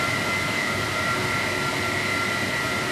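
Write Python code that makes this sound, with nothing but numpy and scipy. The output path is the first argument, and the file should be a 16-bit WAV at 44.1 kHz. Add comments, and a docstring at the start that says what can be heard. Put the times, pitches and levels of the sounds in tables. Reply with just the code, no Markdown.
"""Pumps and fans roar under the ringing whine of an inverter-fed motor: a pipe extrusion line in a shed.
The whine is a cluster of beating sidebands around the switching rate. Water spray hisses in the cooling
tank, a pump whistles, motors and mains hum, the floor rumbles. As the microphone is carried along the
tank, the tones drift slightly in pitch and swell and fade in the steel shed's standing waves."""
import sys
import numpy as np
from scipy import signal
from scipy.fft import rfft, irfft, next_fast_len
from scipy.io import wavfile
from scipy.ndimage import uniform_filter1d, map_coordinates

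SR = 44100
rng = np.random.default_rng(int(sys.argv[2]) if len(sys.argv) > 2 else 0)


def persist_wave(psi):
    """Save psi, clipped to +-1, as 16-bit WAV."""
    counts = np.round(np.clip(psi, -1, 1) * 32767).astype(np.int16)
    wavfile.write(sys.argv[1], SR, np.atleast_2d(counts).T)


N = 128331

# noise spectra: f/Hz, relative density/dB
ROAR_SPECTRUM = [(70, -28), (130, -11), (185, -0.5), (260, 2), (340, -2.5), (480, -5.5), (580, -3),
                 (640, 1.5), (710, -4.5), (800, -10.5), (885, -2.5), (970, -5.5), (1500, -7.5),
                 (2400, -12.5), (5000, -38)]
SPRAY_SPECTRUM = [(600, -30), (1700, -1.5), (3050, 2.5), (3350, -0.5), (4100, 0), (5400, -4), (6300, -7.5),
                  (8400, -9), (10300, -13.5), (12300, -14), (13200, -33)]
RUMBLE_SPECTRUM = [(25, -31), (38, -24), (50, -7), (72, -5), (90, 1), (142, 5), (200, -12), (400, -45)]
# contours of roar, weak sidebands and rumble, swing scaled in use: t/s, relative level/dB
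ROAR_CONTOUR = [(0.0, -34), (1.0, -35.5), (1.2, -33.5), (1.4, -34.5), (2.9, -36)]
CLUSTER_CONTOUR = [(0.0, -35.5), (0.6, -34), (0.88, -39), (1.0, -32.5), (1.5, -33), (1.78, -33.5),
                   (2.4, -32), (2.8, -34.5)]
RUMBLE_CONTOUR = [(0.0, -34), (0.37, -34.5), (0.52, -30), (0.58, -39), (0.8, -32.5), (0.86, -34),
                  (1.35, -33.5), (1.75, -34), (1.92, -32.5), (2.0, -36.5), (2.9, -33.5)]
# strong sidebands below, just above and above the switching rate: t/s, relative level/dB
LOWER_SIDEBAND_LEVEL = [(0.0, -48.0), (0.17, -31.5), (0.28, -41), (0.54, -48), (0.6, -30.5), (0.69, -33),
                        (0.75, -45), (0.79, -36.0), (0.92, -39), (0.98, -44), (1.04, -32), (1.12, -32.5),
                        (1.2, -45.0), (1.25, -35), (1.65, -35.5), (1.74, -46), (1.79, -38), (1.98, -31),
                        (2.06, -44), (2.14, -31.5), (2.23, -44.5), (2.27, -38), (2.43, -30.5), (2.5, -47.0),
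                        (2.54, -30.5), (2.75, -38.5), (2.79, -53), (2.9, -33)]
INNER_SIDEBAND_LEVEL = [(0.0, -42), (1.05, -42), (1.13, -46), (1.38, -37), (1.57, -36), (1.69, -60),
                        (2.29, -31), (2.46, -47), (2.9, -48)]
UPPER_SIDEBAND_LEVEL = [(0.0, -32.5), (0.14, -31.5), (0.19, -43), (0.34, -27), (0.49, -34.5), (0.59, -28.5),
                        (0.66, -37.0), (0.76, -33), (0.91, -45.0), (0.98, -32.5), (1.1, -42.0), (1.21, -35),
                        (1.26, -40), (1.35, -35), (1.73, -41.5), (1.86, -33), (1.95, -47), (2.12, -28.5),
                        (2.22, -33), (2.34, -47.5), (2.39, -36), (2.61, -34), (2.66, -55), (2.72, -34),
                        (2.9, -45)]
# weak sidebands of the switching rate and its octave: offset/feed steps, level/dB
WEAK_SIDEBANDS = [(-15, -51), (-9, -45), (-5, -41.5), (-1, -42.5), (5, -40.5), (7, -46.5), (9, -44),
                  (11, -49.5), (13, -51), (15, -52), (17, -52), (23, -49)]
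OCTAVE_SIDEBANDS = [(-2, -54), (0, -51.5), (2, -55)]
# water hiss, pump undertone: t/s, level/dB
SPRAY_LEVEL = [(0.0, -32.5), (0.55, -33.5)]
UNDERTONE_LEVEL = [(0.0, -49), (0.69, -40.5), (0.82, -52), (0.93, -37.5), (1.6, -55), (1.83, -56),
                   (2.1, -41), (2.55, -50), (2.66, -38), (2.9, -44)]
# pump whistle, fan blade tone: t/s, relative level/dB
WHISTLE_LEVEL = [(0.0, -34), (0.05, -28.0), (0.11, -40), (0.16, -34.5), (0.21, -48), (0.29, -28),
                 (0.35, -39.0), (0.47, -34.5), (0.51, -39.5), (0.65, -43), (0.68, -34), (0.73, -33.5),
                 (0.78, -44), (0.83, -30.5), (0.92, -43.5), (0.98, -30.5), (1.05, -37), (1.08, -30),
                 (1.14, -27.5), (1.21, -45), (1.23, -37), (1.3, -36.0), (1.37, -31), (1.43, -42.5),
                 (1.69, -29.5), (1.75, -50), (1.87, -29.5), (2.02, -49), (2.05, -39.0), (2.23, -28.5),
                 (2.29, -39.5), (2.33, -32), (2.45, -44.5), (2.61, -36.5), (2.81, -33.5), (2.9, -43)]
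BLADE_LEVEL = [(0.0, -46), (1.09, -47), (1.19, -34.5), (1.41, -46), (1.64, -31.5), (1.9, -39.5),
               (2.0, -39.5), (2.7, -45.5), (2.9, -36)]
# pump whistle: t/s, f/Hz
WHISTLE_PITCH = [(0.0, 1373), (2.15, 1372), (2.5, 1374.5)]
# motor and mains lines: f/Hz, level/dB
HUM_LINES = [(99.6, -43), (121.8, -44), (142, -47), (196, -45.5), (297, -46), (403, -52.5), (602, -54.5),
             (624.5, -47), (703, -47.5), (883, -52), (1176, -56.5), (1396, -49.5)]

FADE_KNOTS_PER_S, DRIFT_KNOTS_PER_S = 10.084, 4
DRIFT_RMS_CYCLES_PER_KHZ = 0.08
FAINT_ECHO = 0.096  # reflected/direct amplitude


def roar(base_db=-30.5):
    """Broad noise of pumps and fans, coloured by tank and shed."""
    return amp(base_db + 0.72 * swing_db(ROAR_CONTOUR)) * rush(ROAR_SPECTRUM, patchy_db=0.65)


def drive_motor(switch_hz=2000, feed_hz=17.93, strong_gain_db=0.47):
    """Inverter sidebands, whole feed steps from the switching rate and its octave, beat into a whine."""
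    strong_bands = [(-3, LOWER_SIDEBAND_LEVEL), (1, INNER_SIDEBAND_LEVEL), (3, UPPER_SIDEBAND_LEVEL)]
    strong = sum(amp(strong_gain_db + curve(level)) * tone(switch_hz + steps * feed_hz, FAINT_ECHO)
                 for steps, level in strong_bands)
    clusters = [(switch_hz, WEAK_SIDEBANDS), (2 * switch_hz, OCTAVE_SIDEBANDS)]
    weak = sum(amp(db) * tone(centre_hz + steps * feed_hz, echo=1.34)
               for centre_hz, bands in clusters for steps, db in bands)
    weak_gain = unit(amp(0.8 * curve(CLUSTER_CONTOUR)))
    return strong + weak_gain * weak


def water_spray():
    """Even hiss of cooling water in the tank."""
    return amp(curve(SPRAY_LEVEL)) * rush(SPRAY_SPECTRUM, patchy_db=0.54)


def pump_whistle(waver_hz=1.6, mains_hz=50, whistle_gain_db=0.53):
    """Wavering whistle and an undertone twice the mains frequency below; each fades on its own."""
    pitch_hz = curve(WHISTLE_PITCH) + waver_hz * wobble(FADE_KNOTS_PER_S)
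    whistle = amp(whistle_gain_db + curve(WHISTLE_LEVEL)) * tone(pitch_hz, FAINT_ECHO)
    undertone = amp(curve(UNDERTONE_LEVEL)) * tone(pitch_hz - 2 * mains_hz, echo=0.46)
    return whistle + undertone


def hum(blade_hz=365.3, blade_gain_db=1.6):
    """Motor and mains lines plus a fan's blade tone."""
    lines = sum(amp(db) * tone(hz, echo=0.67) for hz, db in HUM_LINES)
    blade = amp(blade_gain_db + curve(BLADE_LEVEL)) * tone(blade_hz, echo=0.43)
    return lines + blade


def rumble(base_db=-38.5):
    """Uneven pump rumble through the floor."""
    return amp(base_db + 1.9 * swing_db(RUMBLE_CONTOUR)) * rush(RUMBLE_SPECTRUM, patchy_db=0.5)


def tone(hz, echo):
    """Tone at the moving microphone, rms 1: Doppler drift, plus reflections varying in size and phase."""
    reflections = unit(wobble(FADE_KNOTS_PER_S) + 1j * wobble(FADE_KNOTS_PER_S))
    doppler_cycles = DRIFT_RMS_CYCLES_PER_KHZ * hz / 1000 * wobble(DRIFT_KNOTS_PER_S)
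    phase_cycles = np.cumsum(hz * np.ones(N)) / SR + doppler_cycles + rng.random()
    direct = np.exp(2j * np.pi * phase_cycles)
    return unit(np.real((1 + echo * reflections) * direct))


def rush(spectrum, patchy_db):
    """Coloured noise, rms 1, with random gain patches in time and frequency."""
    cells = signal.stft(rng.standard_normal(N), nperseg=512)[2]
    patches = uniform_filter1d(rng.standard_normal(cells.shape), size=6, axis=0)
    patches = uniform_filter1d(patches, size=14, axis=1)
    noise = signal.istft(cells * amp(patchy_db * unit(patches)), nperseg=512)[1][:N]
    knots_hz, knots_db = np.transpose(spectrum)
    return unit(filtered(noise, lambda hz: amp(np.interp(np.log(hz + 1), np.log(knots_hz + 1), knots_db))))


def filtered(x, response):
    """x filtered by the gain response(f/Hz)."""
    size = next_fast_len(N + SR // 2)
    return irfft(rfft(x, size) * response(np.fft.rfftfreq(size, 1 / SR)), size)[:N]


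def wobble(knots_per_s):
    """Smooth random curve, rms 1."""
    position = np.arange(N) * knots_per_s / SR + 2
    return unit(map_coordinates(rng.standard_normal(256), [position], mode="wrap"))


def curve(rows):
    """Rows of t/s, value to one value per sample."""
    return np.interp(np.arange(N) / SR, *np.transpose(rows))


def swing_db(contour):
    """Level about its mean, per sample."""
    level_db = curve(contour)
    return level_db - level_db.mean()


def amp(db):
    """dB to gain."""
    return 10 ** (np.asarray(db) / 20)


def unit(x):
    """Scale to rms 1."""
    return x / np.sqrt(np.mean(np.abs(x) ** 2) + 1e-20)


def scene():
    """All sources at one microphone, same in both channels."""
    mono = rumble() + roar() + water_spray() + hum() + pump_whistle() + drive_motor()
    return np.array([mono, mono])


def record(dry):
    """Brick-wall low-pass."""
    cutoff_hz = 14100
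    return np.array([filtered(channel, lambda hz: hz < cutoff_hz) for channel in dry])


dry = scene()
out = record(dry)
persist_wave(out)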